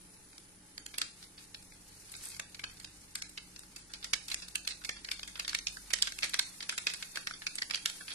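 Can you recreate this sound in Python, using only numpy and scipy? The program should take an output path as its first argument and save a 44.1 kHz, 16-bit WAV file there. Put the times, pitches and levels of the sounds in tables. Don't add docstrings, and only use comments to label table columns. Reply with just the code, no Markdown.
import sys
import numpy as np
from scipy import signal
from scipy.fft import rfft, irfft
from scipy.io import wavfile
from scipy.ndimage import uniform_filter1d

SR = 44100
rng = np.random.default_rng(int(sys.argv[2]) if len(sys.argv) > 2 else 0)


def level_to_linear(level):
    exponent = np.asarray(level, float) / 20
    return 10 ** exponent


def output_pcm(signal):
    pcm = np.clip(np.atleast_2d(signal).T, -1, 1) * 32767
    wavfile.write(sys.argv[1], SR, np.round(pcm).astype(np.int16))


N = 358974

# pitch_hz, level_db (per Hz)
ROOM_COLOUR = [(8.8, -26), (15, 7), (54, -2.5), (148, -2.5), (294, -4), (452, -7.5), (824, -18.5),
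               (1230, -13.5), (2060, -13.5), (3750, -16.5), (8360, -16.5), (9650, -7.5), (14000, -76)]
# pitch_hz, width_hz, level_db
HUM_TONES = [(297.4, 12, -73.5), (842, 76, -76)]
# start_s, firing_hz, load_db
FAR_ENGINE = [
    (0.0, 52.6, -73),
    (0.13, 49.9, -76),
    (2.72, 46.44, -69.5),
    (3.63, 49.8, -67),
    (4.87, 49.5, -65.5),
    (6.03, 46.5, -60.5),
    (6.37, 47, -72),
    (6.57, 52.8, -90.5),
    (6.98, 46.7, -82.5),
    (8.14, 43.4, -86),
]
# pitch_hz, likeness (0 to 1)
LEFT_RIGHT_LIKENESS = [(25, 0.7), (125, 1), (250, 0.91), (500, 0.46), (1000, 0.029), (14000, 0.0)]
# start_s, level_db
JET_LEVEL = [(0.0, -59), (0.61, -62), (1.06, -61.5), (1.92, -65), (2.18, -63), (2.79, -70), (4.03, -73.5),
             (4.28, -67), (5.05, -69), (5.76, -62.5), (6.64, -61), (6.82, -58), (7.37, -59.5), (7.8, -56.5),
             (8.14, -55)]
# start_s, level_db
FRYING = [(0.0, -63), (0.68, -66.5), (1.02, -60), (1.31, -63), (1.9, -60.5), (2.27, -51.5), (2.47, -61.5),
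          (3.9, -60.5), (4.22, -56.5), (4.85, -59), (5.51, -56), (6.0, -54.5), (6.2, -54.5), (6.53, -54.5),
          (6.87, -53.5), (7.3, -57), (8.14, -52.5)]
# pitch_hz, level_db (per Hz)
FIZZ_BODY_COLOUR = [(350, -51), (600, -8.5), (2040, 2), (2260, 2), (3410, 1.5), (4550, 7), (7000, -38),
                    (9100, 3), (15400, -120)]
# pitch_hz, level_db (per Hz)
FIZZ_TOP_COLOUR = [(2350, -53), (4000, -34), (4940, 3.5), (9390, 3), (13000, -4), (13500, -67),
                   (14600, -90)]
# pitch_hz, fade_s (to -60 dB)
KITCHEN_FADE = [(500, 0.17), (2000, 0.27), (5500, 0.39), (12000, 0.057)]
# pitch_hz, level_db (per Hz)
BURST_COLOUR = [(150, -9.5), (250, -11), (768, -8.5), (865, -10.5), (1570, 0.5), (2020, -1.5), (2240, 0.5),
                (2840, -3.5), (4580, -2), (10200, -10), (13300, -15), (14600, -32), (17000, -66)]
# pitch_hz, width_hz, level_db
STEEL_NOTES = [(1700, 670, -11), (2190, 40, -2), (2590, 45, 0), (3530, 620, -4.5), (4300, 60, 0.5),
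               (4640, 230, -1), (5700, 160, -8.5), (5100, 120, -2.5)]
# start_s, peak_db, pitch_hz (hollow note), brightness_db
DRY_SNAPS = [(0.3799, -38.5, 4550, -10), (0.7792, -30, 4400, -12.5), (0.863, -30, 6940, -10),
             (1.7217, -43, 2150, -25), (3.1542, -24.5, 4350, -4.5), (3.2217, -26, 5040, -12.5),
             (3.5924, -34.5, 9100, -7), (4.3434, -19.5, 6840, -15.5), (4.484, -35, 4220, -4.5),
             (4.6755, -20, 4120, -10.5), (5.088, -28, 2380, -41), (5.6824, -28.5, 5500, -17),
             (6.1219, -30, 4540, -15), (6.188, -27, 2690, -10.5), (7.3101, -28, 1556, -28),
             (7.5548, -26, 7960, -1.5), (7.7093, -22.5, 2290, -19), (7.7457, -19.5, 4400, -19.5)]
# start_s, peak_db, pitch_hz (hollow note), brightness_db
FAINT_TICKS = [(0.331, -46, 2630, -18), (0.684, -56, 2010, -6), (1.626, -44.5, 4600, -7),
               (2.2865, -32, 9150, 8), (2.8338, -46, 4680, -9), (2.811, -45, 1900, -25),
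               (2.873, -44, 4440, -10), (3.6342, -44.5, 1610, -22), (4.014, -48, 3990, -15),
               (4.3317, -36, 4680, -14), (4.5508, -40, 1700, -21), (4.6873, -35, 3640, -24),
               (4.839, -37.5, 2760, -19), (5.1941, -31.5, 3960, -19), (5.332, -57, 2980, -7),
               (5.377, -41, 1530, -22), (5.531, -28, 1620, -27), (6.2959, -30.5, 7500, -4),
               (6.336, -25, 3800, -20), (6.8208, -41, 7150, 4), (7.562, -35, 7320, -1),
               (7.699, -32.5, 2440, -25)]
# start_s, peak_db, pitch_hz (hollow note), brightness_db
WARMING_POPS = [(0.941, -35, 2360, -26), (1.2386, -43, 4000, -28), (1.545, -33, 4280, -18),
                (2.0954, -43, 8350, -6), (2.1186, -36, 9000, 5), (2.1386, -38, 2315, -25),
                (2.1504, -35, 4200, -26), (2.1652, -36.5, 8950, 5), (2.5458, -35.5, 4900, -15),
                (2.5938, -32.5, 2280, -15), (2.6972, -40.5, 2150, -33), (2.77, -45, 4470, -12),
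                (2.799, -37, 8300, -11.5), (2.845, -34.5, 4590, -15), (3.2934, -41.5, 6230, 5),
                (3.376, -29, 3070, -21), (3.5613, -36.5, 6100, -18), (3.762, -34, 4490, -6),
                (4.0431, -26.5, 5050, -13.5), (4.2826, -30.5, 4750, -8.5), (4.316, -23.5, 2580, -12),
                (4.6494, -36.5, 4160, -16), (4.8476, -27.5, 4200, -11)]
# start_s, peak_db, pitch_hz (hollow note), brightness_db
HOT_POPS = [(5.0467, -30.5, 4500, -17), (5.231, -28.5, 5260, -18), (5.3558, -34, 2080, -31),
            (5.396, -22, 4240, -14.5), (5.4483, -30, 3620, -27), (5.4927, -24.5, 4400, -14),
            (5.587, -26, 5730, -19), (5.769, -30.5, 1520, -16), (6.072, -24, 3580, -15),
            (6.2243, -27, 4750, -28), (6.24, -24, 3800, -7.5), (6.6051, -30.5, 4170, -23),
            (6.6264, -29, 4400, -15), (6.6936, -19.5, 5640, -12), (6.7786, -22.5, 2700, -11.5),
            (7.0248, -28, 3040, -17), (7.1573, -27.5, 2730, -14), (7.419, -33, 1700, -28),
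            (7.5837, -25.5, 4670, -16), (7.755, -26.5, 5000, -11), (7.7742, -35, 4540, -31),
            (7.8978, -28.5, 4200, -7)]
# start_s, peak_db, pitch_hz (hollow note), brightness_db
WET_SPITS = [(1.2263, -40, 5050, -27), (1.3789, -40, 3700, -31), (2.236, -36, 2354, 8),
             (2.2527, -33.5, 9200, 0), (2.2702, -36.5, 9100, 1), (2.3005, -37.5, 8800, -6),
             (2.3154, -38.5, 7250, -11), (3.899, -43.5, 1550, -19), (3.936, -29.5, 4640, -11),
             (4.0267, -36, 3530, -35), (4.3007, -33, 2654, -3), (4.421, -35, 5100, -17),
             (4.7071, -30, 4180, -10), (4.8159, -43, 1360, -16), (4.965, -36, 3520, -39),
             (5.2756, -35.5, 7700, -11.5), (5.4788, -23, 4600, -11), (5.9035, -31.5, 2330, -11),
             (6.2302, -19, 2190, -24.5), (6.7223, -31.5, 1540, -7), (6.9364, -31, 4700, -16),
             (7.3371, -32, 4640, -20), (7.7363, -28.5, 4510, -34), (8.0065, -35, 1468, -29),
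             (8.0802, -32, 3190, -37), (8.1038, -34.5, 3430, -20), (8.1167, -35, 3630, -27)]
# start_s, peak_db, pitch_hz (hollow note), brightness_db, thump_db
BIG_BANGS = [(0.9824, -21, 2560, -7.5, -16.5), (1.0157, -17.5, 3830, -12.5, -16.5),
             (2.3969, -24.5, 2670, -11, -11), (2.639, -25, 2930, -20, -11.5),
             (4.1343, -13.5, 5270, -15, -16), (4.5551, -18.5, 2740, -10.5, -18.5),
             (4.8921, -21.5, 2260, -19, -13.5), (5.1144, -20, 2530, -12.5, -20.5),
             (5.548, -16.5, 2230, -12.5, -22.5), (5.6693, -19, 5830, -24, -24.5),
             (5.9349, -15, 5600, -11.5, -18.5), (6.023, -11, 4640, -11, -24.5),
             (6.3417, -18, 1830, -14.5, -13), (6.3927, -12, 3500, -13.5, -18),
             (6.8688, -16, 2600, -20.5, -17.5), (7.172, -23, 1610, -19, -11),
             (7.2714, -21.5, 1930, -20, -16), (7.467, -20, 2580, -21, -20),
             (7.621, -19.5, 4400, -15.5, -10.5), (7.8579, -15.5, 3600, -10, -16.5)]
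# start_s, peak_db, pitch_hz (hollow note), brightness_db
FURTHER_SNAPS = [(2.2113, -43, 9300, -6), (2.3464, -37.5, 2500, -21), (2.3654, -38, 2700, -15),
                 (5.9863, -32, 1960, -16), (6.7, -31, 4600, -17), (6.351, -29, 5500, -22),
                 (6.9, -30.5, 4600, -15), (7.5924, -38, 4170, -12), (7.6304, -31.5, 3400, -17),
                 (6.9375, -29.5, 9000, -1), (4.1405, -24.5, 5000, -20), (6.0295, -23, 5000, -18),
                 (5.9405, -26, 5200, -20), (4.4, -38, 4100, -20), (7.4735, -28, 4000, -20),
                 (6.9445, -36, 5200, -18)]
# start_s, lower_hz, lower_db, upper_hz, upper_db
SPLIT_NOTES = [(0.9824, 4560, 3, 9200, 7), (1.0157, 1810, 8.5, 4480, 7), (2.3969, 2680, 2, 6550, 11),
               (2.639, 1590, 9, 4400, 6), (3.1542, 1210, -7, 7950, -6), (3.2217, 1300, -2, 6000, -3),
               (3.376, 1320, 3, 3350, -7), (3.936, 3050, 5, 4670, 13), (4.0431, 1960, 8, 5130, -1),
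               (4.1343, 2250, 6, 5440, 0), (4.316, 2560, 15, 4100, 15.5), (4.3434, 2550, 6.5, 7200, 7),
               (4.5551, 2640, 7.5, 8230, 4.5), (4.674, 3400, 13, 4140, 14), (4.7071, 2600, 11.5, 4060, 18),
               (4.8921, 1760, 1, 8100, -4), (5.1144, 2560, -1, 4970, 4), (5.2306, 3320, 11.5, 5110, -17),
               (5.3955, 2700, 12.5, 4300, -8), (5.4788, 3640, 5, 4450, 8), (5.4933, 1750, -1, 6050, 0),
               (5.548, 1820, 11, 2180, 15), (5.587, 2130, 11, 6240, 15), (5.6693, 2580, 9, 5930, 9),
               (5.9349, 1890, 7.5, 5800, 3), (6.023, 4680, 8, 7400, 2), (6.0716, 1560, 12.5, 3800, -10.5),
               (6.188, 2660, 3, 7950, 2), (6.2302, 4600, -4, 8240, 2), (6.3417, 3500, 4, 4400, 10),
               (6.3927, 1560, 11.5, 4300, 1), (6.6928, 1880, 1, 2530, 10.5), (6.7785, 2520, -7, 7050, -1),
               (6.8688, 2450, -9, 4820, -5), (7.172, 1660, 9, 8200, 8), (7.2714, 1900, 9, 8260, -5),
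               (7.467, 2500, 8.5, 4970, 12), (7.5835, 2000, 12, 4940, 4), (7.62, 1950, 15, 4300, 9),
               (7.8579, 2270, 6.5, 2820, 8)]
# start_s, length_share (of the spatter), room_db (reaching the walls)
PAN_SPOTS = [(0.9824, 1.1, -0.5), (1.0157, 1.27, -0.3), (2.3969, 1.1, -0.8), (2.639, 1.24, 0.1),
             (3.1542, 1.5, 1), (3.936, 0.87, -0.5), (4.1343, 1.15, -4.3), (4.3434, 1.2, -2),
             (4.5551, 0.86, -1.5), (4.6755, 1.1, 3.7), (4.8921, 0.93, 0.3), (5.1144, 1.2, 1.3),
             (5.3958, 1.1, -1), (5.4788, 0.89, 0), (5.548, 1.25, -4), (5.6693, 1.4, -1.5),
             (5.9349, 1.1, -2), (6.023, 0.95, -2.5), (6.072, 1.06, -2.3), (6.2302, 0.9, -5), (6.24, 1.4, 2),
             (6.3417, 1.4, -3.5), (6.3927, 0.74, -2.5), (6.6936, 0.86, -1.2), (6.7786, 0.98, -2.5),
             (6.8688, 1.06, 0.7), (7.172, 0.96, 1.7), (7.2714, 0.96, -1), (7.467, 1.37, -0.5),
             (7.5832, 0.76, -2.5), (7.62, 0.88, -2.5), (7.7457, 0.91, -0.5), (7.8579, 1.06, -0.3)]
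# pitch_hz, note_db
POCKET_NOTE = [(1550, 14), (1650, 3.5)]
# pitch_hz, left_minus_right_db
RIM_LEAN = [(1100, -2.5), (1700, 2), (2300, 2), (3000, -4.5), (4300, -1.5), (9000, -0.5), (13000, 4)]
# pitch_hz, level_db
HOLES_UNDER = [(600, -14), (1500, -3.8), (3000, -1.5), (5000, -2.5), (9000, -2.6), (10000, -3.5),
               (11000, -2.5), (14000, -2.5)]
# pitch_hz, level_db (per bin)
HOLES_LOWEST = [(1500, -104), (2500, -95), (3600, -99), (4600, -97), (7000, -95), (9000, -100)]


def rms_one(x):
    return x / np.sqrt(np.mean(x ** 2, axis=-1, keepdims=True) + 1e-20)


def in_time(rows):
    s, *columns = np.transpose(rows)
    return [np.interp(np.arange(N) / SR, s, c) for c in columns]


def at_hz(points, hz):
    table_hz, values = np.array(points).T[:2]
    return np.interp(np.log(hz + 1), np.log(table_hz), values)


def near(rows, s):
    return [rest for at_s, *rest in rows if abs(at_s - s) < 0.003]


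def drift(rate_hz):
    r = np.exp(-80 * np.pi * rate_hz / SR)
    slow = signal.lfilter([1], [1, -2 * r, r * r], rng.standard_normal(N // 40 + 2002))[2000:]
    return np.interp(np.arange(N) / 40, np.arange(len(slow)), rms_one(slow))


def resonate(x, hz, width_hz):
    r = np.exp(-np.pi * width_hz / SR)
    return signal.lfilter([(1 - r * r) / 2, 0, (r * r - 1) / 2], [1, -2 * r * np.cos(2 * np.pi * hz / SR), r * r], x)


def coloured(pair, spectrum):
    hz = np.arange(N // 2 + 1) * SR / N
    mid, side = rfft(pair) * level_to_linear(at_hz(spectrum, hz))
    alike = np.clip(at_hz(LEFT_RIGHT_LIKENESS, hz), 0, 1)
    both = np.sqrt(1 + alike) * mid + np.sqrt(1 - alike) * side * [[1], [-1]]
    return rms_one(irfft(both, N))


def grains(shape, share, spread_db, most=5.0):
    sizes = level_to_linear(spread_db * np.minimum(rng.exponential(1, shape), most)) * rng.choice([-1, 1], shape)
    return sizes * (rng.random(shape) < share)


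def engine():
    hz, first_db = in_time(FAR_ENGINE)
    labour = np.exp(-((np.arange(N) / SR - 2.47) / 0.79) ** 2)
    upper_db = -80 + 12.5 * labour + 2.5 * drift(19)
    turn = 2 * np.pi * np.cumsum(hz) / SR
    upper = np.sin(2 * turn) + 0.47 * np.sin(3 * turn)
    orders = level_to_linear(first_db) * np.sin(turn) + level_to_linear(upper_db) * upper
    return np.sqrt(2) * orders * level_to_linear(1.05 * drift(8.0))


def room():
    air_db, motor_hz, motor_db = -60.5, 181, -70.5
    air = level_to_linear(air_db) * coloured(rng.standard_normal((2, N)), ROOM_COLOUR)
    tones = sum(level_to_linear(db) * rms_one(resonate(rng.standard_normal(N), hz, w)) for hz, w, db in HUM_TONES)
    turn = 2 * np.pi * np.cumsum(motor_hz + 2.17 * drift(8.46)) / SR
    motor = level_to_linear(motor_db + 2 * drift(6.2)) * np.sqrt(2) * np.sin(turn + np.array([[0], [0.6]]))
    return air + (tones + motor) * level_to_linear([[-0.7], [0.7]])


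def gas_jet():
    jet_hz, width_hz = 9875, 520
    hiss = resonate(rng.standard_normal((2, N)), jet_hz, width_hz)
    hiss = resonate(hiss, jet_hz, width_hz)
    return level_to_linear(in_time(JET_LEVEL)[0] + 1.3 * drift(0.8)) * rms_one(hiss)


def fizz():
    body_db, = in_time(FRYING)
    late = np.arange(N) / SR - 2.33
    vent_db = 4.5 * np.exp(-(late / np.where(late < 0, 0.1, 0.04)) ** 2)
    top_db = -56 + 0.95 * (body_db + 54) + vent_db
    clumps = level_to_linear(6.7 * drift(12))
    body = rms_one(grains((2, N), 0.086 * clumps, 5.0, 5.1)) + 0.65 * rng.standard_normal((2, N))
    top = rms_one(grains((2, N), 0.045 * clumps, 4.9, 2.4)) + 1.4 * rng.standard_normal((2, N))
    body = level_to_linear(body_db - 2.5 + 0.5 * drift(79)) * coloured(body, FIZZ_BODY_COLOUR)
    return body + level_to_linear(top_db + 3.0 + 2.0 * drift(46)) * coloured(top, FIZZ_TOP_COLOUR)


def kitchen(x, size=20000):
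    wall_s, before_wall = 0.0095, 0.41
    t, tail = np.arange(size) / SR, 0
    for hz in 400 * 2 ** np.arange(0, 5.4, 0.5):
        band = signal.butter(2, [hz / 2 ** 0.39, hz * 2 ** 0.41], "band", fs=SR, output="sos")
        noise = signal.sosfilt(band, rng.standard_normal((2, size)))
        tail = tail + noise * level_to_linear(-60 * t / at_hz(KITCHEN_FADE, hz))
    tail = tail * (1 - np.exp(-t / 0.00028)) * np.interp(t - wall_s, [-0.001, 0.001], [before_wall, 1])
    tail = tail / np.sqrt(np.sum(tail ** 2, axis=1, keepdims=True))
    return signal.fftconvolve(x, tail, axes=1)[:, :N]


def spatter(t60_s, size):
    t, open_s = np.arange(size) / SR - 0.004, 0.0007
    creak_db_per_s = 4202 * level_to_linear(1.5 * rng.standard_normal())
    ragged = level_to_linear(np.clip(500 * t, 1.5, 3) * np.repeat(rng.standard_normal(size // 64), 64))
    fading = level_to_linear(-60 * t / t60_s) * ragged * (1 - 0.55 * np.exp(-np.abs(t) / open_s))
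    swell = np.where(t < 0, level_to_linear(-8.5 + creak_db_per_s * t), fading)
    crack = 0.48 * np.exp(-((t - open_s) / 0.00029) ** 2)
    clicks = grains((2, size), 0.5, 2, 3) + 0.5 * rng.standard_normal((2, size))
    spray = (swell + crack) * clicks
    dull = signal.lfilter(*signal.butter(2, 6500, fs=SR), spray)
    return dull + (spray - dull) * level_to_linear(-700 * np.maximum(t, 0))


def husk_colour(spray, low_db, high_db, unevenness):
    size = spray.shape[1]
    hz = np.arange(size // 2 + 1) * SR / size
    tilt = [(1700, low_db + 14.0), (2800, 0), (5500, 0.045), (8000, high_db + 17.5),
            (12500, high_db + 15.5), (14500, min(5.5 * high_db + 37, 3.0))]
    patch_db = unevenness * 2.5 * rng.standard_normal(36) * np.hanning(38)[1:-1] ** 0.5
    patches = np.transpose([np.geomspace(800, 14000, num=36), patch_db])
    plain = rfft(spray) * level_to_linear(at_hz(BURST_COLOUR, hz) + at_hz(tilt, hz))
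    return irfft(plain, size), irfft(plain * level_to_linear(at_hz(patches, hz)), size)


def ringing(spray, note_hz, notes, unevenness):
    strengths = level_to_linear(rng.normal(0, 2.6 * unevenness, (len(STEEL_NOTES), 2, 1)))
    steel = sum(g * level_to_linear(db + 3.0) * resonate(spray, f, 1.01 * w) for (f, w, db), g in zip(STEEL_NOTES, strengths))
    pocket_db = at_hz(POCKET_NOTE, note_hz) - 1.1 * len(notes) / 2
    pocket = level_to_linear(pocket_db) * resonate(spray, note_hz, note_hz / 4.6)
    notes = notes or [(f, level_to_linear(-3.0)) for f in 1500 * 6 ** rng.random(2)]
    husk = sum(g * resonate(spray, f, f / 13) for f, g in notes)
    return spray + steel + pocket + husk


def pops(size=4096, count=6):
    direct, escaping = np.zeros((2, N + size)), np.zeros((count, 2, N + size))
    kinds = [(DRY_SNAPS + FAINT_TICKS, 0.015), (WARMING_POPS + HOT_POPS, 0.039), (WET_SPITS, 0.088),
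             (BIG_BANGS, 0.024), (FURTHER_SNAPS, 0.015)]
    for t60_s, row in [(t60_s, row) for rows, t60_s in kinds for row in rows]:
        s, peak_db, note_hz, high_db, *thump_db = row
        low_db = thump_db[0] if thump_db else -16 - 2.5 * np.log2(note_hz / 3500)
        pan_db = rng.normal(-0.6, 1.2)
        longer, room_db = (near(PAN_SPOTS, s) or [(1, 0)])[0]
        notes = [(f, level_to_linear(db)) for two in near(SPLIT_NOTES, s) for f, db in (two[:2], two[2:])]
        unevenness = 0.5 if notes else 1

        spray = spatter(np.clip(t60_s * longer, 0.008, 0.2), size)
        plain, spray = husk_colour(spray, low_db, high_db, unevenness)
        burst = ringing(spray, note_hz, notes, unevenness)

        height = np.sqrt(np.max(uniform_filter1d(np.mean(burst ** 2, axis=0), size=90)))
        gain = level_to_linear(peak_db - 5.5 + pan_db * np.array([[0.5], [-0.5]])) / height
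        at = max(round((s - 0.0035) * SR), 0)
        direct[:, at:at + size] += gain * burst
        outward = plain + 0.2 * (burst - plain)
        escaping[rng.integers(count), :, at:at + size] += level_to_linear(room_db) * gain * outward
    return direct[:, :N], escaping[:, :, :N]


def leaned(x):
    hz = np.arange(N // 2 + 1) * SR / N
    return irfft(rfft(x) * level_to_linear(at_hz(RIM_LEAN, hz) * np.array([[0.5], [-0.5]])), N)


def scene():
    seeds, escaping = pops()
    echoes = level_to_linear(-7.0) * sum(kitchen(spot) for spot in escaping)
    return engine() + room() + gas_jet() + fizz() + leaned(seeds + echoes)


def shut_weak(x, size, cracks, on_cracks):
    treble_hz = 10500
    hz, s, frames = signal.stft(x, SR, "hann", size, size // 2)
    power = np.mean(np.abs(frames) ** 2, axis=0)
    at = np.minimum((s * SR).astype(int), N - 1)
    treble = hz[:, None] > treble_hz
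    under_db = at_hz(HOLES_UNDER, hz)[:, None]

    def smooth(bins):
        return uniform_filter1d(power, size=bins, axis=0)

    narrow, wide = smooth(3 + size // 1024), smooth(size // 32)
    shut = narrow < wide * level_to_linear(2 * under_db)
    shut |= smooth(size // 160) * size / 2048 < level_to_linear(2 * at_hz(HOLES_LOWEST, hz))[:, None]
    middle = np.median(power[(hz > 3000) & (hz < treble_hz)], axis=0)
    treble_db = -9.3 + 1.6 * drift(6.0)[at]
    shut |= treble & (smooth(size // 64) < middle * level_to_linear(2 * treble_db))
    shut |= np.roll(shut, 1, axis=1)
    loud = power[hz > 1000].sum(axis=0)
    shut &= loud < 3 * np.roll(loud, 2)
    very_weak = narrow < wide * level_to_linear(2 * (under_db - 3.5))
    shut &= (loud < 5 * np.median(loud)) | very_weak | treble
    hidden = wide < np.roll(wide, 2, axis=1) * level_to_linear(2 * -13)
    hidden |= wide < np.roll(wide, -2, axis=1) * level_to_linear(2 * -19)
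    shut |= hidden & on_cracks & (wide < 0.85 * smooth(size // 10)) & (hz[:, None] > 2500)
    shut &= cracks[at] == on_cracks
    return signal.istft(frames * ~shut, SR, "hann", size, size // 2)[1][:, :N]


def hollow_out(x):
    level = uniform_filter1d(np.sum(np.diff(x, prepend=0) ** 2, axis=0), size=128)
    sudden = level > 8 * np.roll(uniform_filter1d(level, size=1024), 700)
    cracks = uniform_filter1d(1.0 * sudden, size=1600) > 1e-6
    x = shut_weak(x, size=2048, cracks=cracks, on_cracks=False)
    return shut_weak(x, size=512, cracks=cracks, on_cracks=True)


def band_limit(x):
    return signal.sosfilt(signal.butter(12, 17000, fs=SR, output="sos"), x)


def record(dry):
    mix = hollow_out(dry)
    return band_limit(mix)


dry = scene()
out = record(dry)
output_pcm(out)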